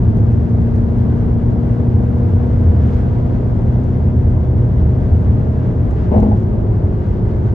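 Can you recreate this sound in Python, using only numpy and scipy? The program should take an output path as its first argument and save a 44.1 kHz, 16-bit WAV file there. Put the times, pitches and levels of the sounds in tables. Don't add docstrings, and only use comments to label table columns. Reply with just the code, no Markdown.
import sys
import numpy as np
from scipy import signal
from scipy.fft import rfft, irfft
from scipy.io import wavfile
from scipy.ndimage import uniform_filter1d

SR = 44100
rng = np.random.default_rng(int(sys.argv[2]) if len(sys.argv) > 2 else 0)


def persist_wave(psi):
    counts = np.round(np.clip(psi, -1, 1) * 32767).astype(np.int16)
    wavfile.write(sys.argv[1], SR, np.atleast_2d(counts).T)


N = 332514
TIME = np.arange(N) / SR
FREQ = np.fft.rfftfreq(N, 1 / SR)


def gain_of(db):
    return 10 ** (np.asarray(db) / 20)


def unit_rms(x):
    return x / np.sqrt(np.mean(x ** 2) + 1e-20)


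def lookup(table, hz, column=1):
    columns = np.transpose(table)
    return np.interp(np.log(hz + 1), np.log(columns[0] + 1), columns[column])


def curve(rows):
    return np.interp(TIME, *np.transpose(rows))


def add(mix, start_s, sound):
    part = mix[:, round(start_s * SR):][:, :sound.shape[-1]]
    part += sound[..., :part.shape[1]]


def wander(rate_hz, size=2048):
    hz = np.fft.rfftfreq(size, TIME[-1] / size)
    slow = irfft(rfft(rng.standard_normal(size)) * np.exp(-(hz / rate_hz) ** 2) * (hz > 0), size)
    return np.interp(TIME, np.linspace(0, TIME[-1], size), unit_rms(slow))


def boost(resonances, hz):
    return sum(db / (1 + (2 * (hz - centre) / width) ** 2) for centre, width, db in resonances)


def bandpass(order, low_hz, high_hz):
    return signal.butter(order, [low_hz, high_hz], "bandpass", fs=SR, output="sos")


# freq_hz, coherence, left_lead_rad, left_over_right_db
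STEREO_IMAGE = [(51, 1, 0, .2), (115, 0.96, 0, -.5), (180, 0.94, -0.5, 2), (316, .72, 0.48, -0.5),
                (437, 0.55, 0.7, 1.4), (700, 0.85, 1.67, 2.5), (974, 0.11, -0.5, 1.5),
                (1320, 0.33, -3, 1.5), (1720, .45, -1.5, 1), (2060, .8, 0.37, 0.5), (3300, .76, 0.84, 2),
                (5500, 0.3, -0.2, 3), (8500, 0.85, -0.5, 0)]

def cabin_noise(density_db):
    common, separate = rfft(rng.standard_normal((2, N)))
    coherence = np.clip(lookup(STEREO_IMAGE, FREQ), 0, 1)
    lead = lookup(STEREO_IMAGE, FREQ, column=2)
    pan = gain_of(lookup(STEREO_IMAGE, FREQ, column=3) / 2)
    right = (coherence * common + np.sqrt(1 - coherence ** 2) * separate) * np.exp(-1j * lead)
    return irfft(np.array([common * pan, right / pan]) * gain_of(density_db) * np.sqrt(SR / 2), N)


# freq_hz, density_db
TYRE_SPECTRUM = [(12, -71), (23, -57), (35, -41), (52, -38.5), (65, -42.5), (120, -41.5), (142, -45),
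                 (172, -41.5), (230, -49), (280, -50.5), (400, -54), (550, -60.5), (850, -68), (1200, -74),
                 (2200, -96), (4000, -125)]
# centre_hz, width_hz, boost_db
CABIN_RESONANCES = [(78.4, 25, 8.5), (112.4, 29, 6), (212.9, 8.5, 6.5), (624, 74, 4), (940, 73, 4)]
# time_s, level_db
ROAD_SHAKE = [(0.0, -14), (1.75, -19.5), (2.15, -17), (2.75, -14.5), (3.0, -17), (3.42, -20), (3.6, -17),
              (3.9, -18), (4.3, -15), (4.5, -16), (4.8, -12.5), (5.05, -16.5), (5.3, -12.5), (5.55, -19),
              (6.25, -15), (6.5, -20.5), (7.54, -18.5)]
# time_s, gain_db
ASPHALT_ROAR = [(0.0, 0), (0.8, -0.9), (1.3, 0.7), (2.1, 0.1), (2.9, 1.0), (3.5, 0.5), (4.0, -1),
                (5.5, -0.35), (6.6, 1), (7.0, -0.7), (7.54, -0.1)]

def tyres(smooth_s=0.18, drum_follow=0.29, usual_shake_db=-15):
    noise = cabin_noise(lookup(TYRE_SPECTRUM, FREQ) + boost(CABIN_RESONANCES, FREQ))
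    boom = signal.sosfiltfilt(bandpass(4, 60, 108), noise)
    drum = signal.sosfiltfilt(bandpass(4, 135, 205), noise)
    roar = noise - boom - drum
    window = int(smooth_s * SR)
    boom_rms = np.sqrt(uniform_filter1d(uniform_filter1d((boom ** 2).mean(0), window), window // 2))
    shake_db = curve(ROAD_SHAKE)
    return (boom / boom_rms * gain_of(shake_db)
            + drum * gain_of(drum_follow * (shake_db - usual_shake_db))
            + roar * gain_of(curve(ASPHALT_ROAR)))


# freq_hz, density_db
WIND_SPECTRUM = [(500, -98), (1200, -77), (1550, -75), (1820, -82.5), (2050, -83.5), (2300, -89),
                 (3300, -93), (4000, -97.5), (5500, -101), (7000, -105), (9000, -116), (11000, -134),
                 (15000, -140)]
# time_s, gain_db
GUSTS = [(0.0, 0), (2.0, 0.0), (2.75, 1), (2.92, 3.5), (3.15, 1), (4.4, -1.0), (5.15, 0), (5.6, -0.5),
         (6.05, 1), (6.17, 1), (6.65, -2.5), (7.1, 0), (7.54, -1)]

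def wind(flutter_db=0.8, flutter_hz=14):
    hiss = cabin_noise(lookup(WIND_SPECTRUM, FREQ))
    return hiss * gain_of(curve(GUSTS) + flutter_db * wander(flutter_hz))


# time_s, firing_hz
FIRING_RATE = [(0, 116), (1.2, 118.2), (2.2, 119.8), (2.8, 120.7), (5.2, 124.7), (5.76, 125.5), (6.03, 104),
               (6.6, 104.3), (7.1, 103.6), (7.55, 103.9)]
# firing_multiple, level_db, labour_change_db, left_over_right_db, left_lead_rad
ENGINE_ORDERS = [(1, -20, -.7, 1, -.1), (1.25, -44, 6.5, 1, 0), (1.5, -37, -11, -1.5, .1),
                 (1.75, -45, 6, 1, 0), (2, -40.1, -9, 8, -.1), (2.25, -50, -8, 2, 0),
                 (2.5, -49.7, 2, 5, .2), (2.75, -52, -4, -1.5, -.2), (3, -49, -1, 0, .7),
                 (3.25, -47.5, -4, 5, .2), (3.5, -49.5, 6.5, 2.5, .2), (3.75, -50, -8, -.5, .3),
                 (4, -48.3, 10, -2, -.7), (4.25, -53, -7, 1, .3), (4.5, -55, -5, 1, .5),
                 (5, -50.5, 4, -3, -.1), (5.25, -59, 0, 2, .6), (5.5, -60, 2, 2, .6),
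                 (5.75, -55.5, 0, 4.5, .7), (6, -59.5, .5, 4, .8), (6.25, -54.5, -8, 3, .8),
                 (6.5, -58.5, -3, 3, .8), (6.75, -60, -3, 2, .5), (7, -57.5, 0, 2, .5),
                 (7.25, -60, -2, 2, 0), (8, -58, -3, 1, 0)]
# centre_hz, width_hz, boost_db
BODY_RESONANCES = [(156, 14, 12), (214, 16, 9), (236, 22.7, 16.5), (296.7, 22, 13), (319, 10, 11),
                   (372, 26, 13.5), (439, 15, 9.5), (479, 26, 13), (626, 24, 8), (694, 58, 10.3)]

def engine(shift_dip_db=-4.5, shift_fall_hz_per_s=110, labour_hz=(104, 116), waver_db=.4, jitter=.0004):
    firing_hz = curve(FIRING_RATE)
    fall = -np.gradient(firing_hz, TIME) / shift_fall_hz_per_s
    unloaded = uniform_filter1d(np.clip(fall, 0, 1), size=SR // 10)
    labour = np.interp(firing_hz, labour_hz, [1, 0])
    firings = np.cumsum(firing_hz * (1 + jitter * wander(6.4))) / SR
    out = np.zeros((2, N))
    for multiple, db, labour_db, side_db, lead in ENGINE_ORDERS:
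        angle = 2 * np.pi * (multiple * firings + rng.random())
        load_db = shift_dip_db * unloaded + labour * labour_db
        body_db = boost(BODY_RESONANCES, multiple * firing_hz)
        level = np.sqrt(2) * gain_of(db + body_db + load_db + waver_db * wander(1.6))
        pan = unit_rms(gain_of([side_db / 2, -side_db / 2]))
        out += level * pan[:, None] * np.sin([angle, angle - lead])
    return out


# start_s, level_db, chatter_t60_s, focus_hz
TRIM_TICKS = [(0.169, -50, .09, 6500), (0.3137, -53, .084, 6530), (0.4888, -54, .04, 6950),
              (0.615, -51, .03, 7500), (0.753, -49.5, .07, 6000), (2.185, -52, .05, 7500),
              (2.8674, -50, .12, 6940), (2.9287, -50.5, .31, 7440), (3.8344, -49, .1, 6300),
              (5.905, -47.5, .072, 5000), (6.1795, -46, .03, 4200), (6.1995, -40, .025, 6200),
              (6.2228, -48.5, .14, 7000), (6.3646, -51, .11, 7550), (6.3919, -54, .12, 7500),
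              (6.4244, -54, .1, 7500)]
# pitch_hz, level_db, t60_s
TRIM_MODES = [(2900, -4, .005), (4200, -3, .006), (4950, -2, .006), (6450, -1, .006), (7200, -4, .005),
              (7700, -7, .005), (9100, -12, .005)]

def loose_trim(gain_db=1, rise_s=.0018, grit_db=22, spread=.3, density=.2, focus_db_per_octave=10):
    t = np.arange(SR // 5) / SR
    plastic = bandpass(2, 1500, 9000)
    out = np.zeros((2, N))
    for start_s, db, chatter_t60, focus_hz in TRIM_TICKS:
        ring = np.zeros(len(t))
        for hz, mode_db, t60 in TRIM_MODES:
            struck_db = mode_db - focus_db_per_octave * abs(np.log2(hz / focus_hz))
            ring += gain_of(struck_db - 60 * t / t60) * np.sin(2 * np.pi * hz * t)
        knocks = rng.standard_normal(len(t)) + spread * rng.standard_normal((2, len(t)))
        envelope = (1 - np.exp(-t / rise_s)) * gain_of(-60 * t / chatter_t60)
        chatter = knocks * envelope * (rng.random(len(t)) < density)
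        rung = signal.fftconvolve(chatter, ring[None], axes=1)[:, :len(t)]
        tick = signal.sosfilt(plastic, rung + gain_of(grit_db) * chatter)
        add(out, start_s, gain_of(db + gain_db) * tick / abs(tick).max())
    return out


# start_s, level_db
DECK_BUMPS = [(1.936, -8), (2.225, -9), (2.321, -7.5), (2.567, -4.5), (2.66, -4.5), (2.769, -4.5),
              (2.83, -8), (3.061, -7.5), (4.058, -6), (4.134, -6.5), (4.263, -6), (4.708, -7), (5.108, -7),
              (6.835, -10), (7.052, -9.5)]

def deck_bumps(boom_hz=84, swell_s=0.021):
    t = np.arange(SR // 4) / SR
    swell = (t / swell_s * np.exp(1 - t / swell_s)) ** 2
    out = np.zeros((2, N))
    for start_s, db in DECK_BUMPS:
        add(out, start_s, gain_of(db) * swell * np.sin(2 * np.pi * (boom_hz * t + rng.random())))
    return out


# start_s, slap_db, panel_db, body_db, focus_hz
RIB_HITS = [(6.115, -16.5, -16, -18, 570), (6.136, -15, -14, -17, 490), (6.156, -16.5, -17, -12.5, 760),
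            (6.176, -18, -16.5, -13, 700), (6.221, -17, -13.5, -12, 560), (6.257, -22.5, -16, -12, 460),
            (6.2845, -33, -28, -13, 440), (6.312, -25.5, -16.5, -19, 780)]
# pitch_hz, level_db, t60_s
THUD_MODES = [(104, -5, .2), (165, -5, .12), (247, 0, .16), (360, -9, .16), (435, -6, .13), (485, -1, .13),
              (600, -2, .16), (648, -4, .15), (700, -10, .14), (755, -8, .13), (822, -2, .15),
              (915, -9, .14), (1030, -15, .12)]
# freq_hz, density_db
SLAP_SPECTRUM = [(150, -0.5), (300, 0), (400, 1), (480, 7), (545, 0), (640, 3.5), (700, -4), (760, -2.5),
                 (870, -2), (1080, -10), (1300, -35.5), (1900, -29), (2500, -35), (6000, -59),
                 (12000, -93.5)]

def expansion_joint(side_db=1., right_delay_s=0.00033):
    slap_rise_s, slap_t60_s = .0012, .14
    thud_rise_s, panels_above_hz, focus_db_per_octave = .0028, 400, 9
    cavity_hz, cavity_db, cavity_t60_s = 212, 6.5, .21
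    t = np.arange(SR // 2) / SR
    stereo_t = t - np.array([[0], [right_delay_s]])
    slap_attack = (1 - np.exp(-t / slap_rise_s)) ** 2
    thud_attack = (1 - np.exp(-t / thud_rise_s)) ** 2
    slap_power, cavity_power, thuds = np.zeros((1, N)), np.zeros((1, N)), np.zeros((2, N))
    for start_s, slap_db, panel_db, body_db, focus_hz in RIB_HITS:
        slap_envelope = slap_attack * gain_of(slap_db - 60 * t / slap_t60_s)
        cavity_envelope = thud_attack * gain_of(body_db + cavity_db - 60 * t / cavity_t60_s)
        add(slap_power, start_s, slap_envelope ** 2)
        add(cavity_power, start_s, cavity_envelope ** 2)
        for hz, db, t60 in THUD_MODES:
            focused_db = panel_db - focus_db_per_octave * abs(np.log2(hz / focus_hz))
            hit_db = focused_db if hz > panels_above_hz else body_db
            tone = np.sin(2 * np.pi * (hz * stereo_t + rng.random()))
            add(thuds, start_s, thud_attack * gain_of(hit_db + db - 60 * t / t60) * tone)
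    slaps = unit_rms(cabin_noise(lookup(SLAP_SPECTRUM, FREQ))) * np.sqrt(slap_power)
    cavity = np.sqrt(cavity_power) * np.sin(2 * np.pi * cavity_hz * (TIME - RIB_HITS[0][0]))
    return slaps + (thuds + cavity) * gain_of([[side_db], [-side_db]])


def scene():
    return tyres() + wind() + engine() + loose_trim() + deck_bumps() + expansion_joint()


def record(dry, whine_db=-61, whine_hz=9600, knee=.3, ceiling=.95, fade_s=.003, cutoff_hz=15700):
    bass = signal.sosfilt(bandpass(2, 90, 260), dry.mean(0))
    mix = dry + gain_of(whine_db) * bass * np.sin(2 * np.pi * whine_hz * TIME)
    clean = np.clip(mix, -knee, knee)
    headroom = ceiling - knee
    rounded = clean + headroom * np.tanh((mix - clean) / headroom)
    fade = np.sin(np.pi / 2 * np.clip(np.minimum(TIME, TIME[-1] - TIME) / fade_s, 0, 1)) ** 2
    lowpass = signal.firwin(511, cutoff_hz, window=("kaiser", 9), fs=SR)
    return signal.oaconvolve(rounded * fade, lowpass[None], "same")


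dry = scene()
out = record(dry)
persist_wave(out)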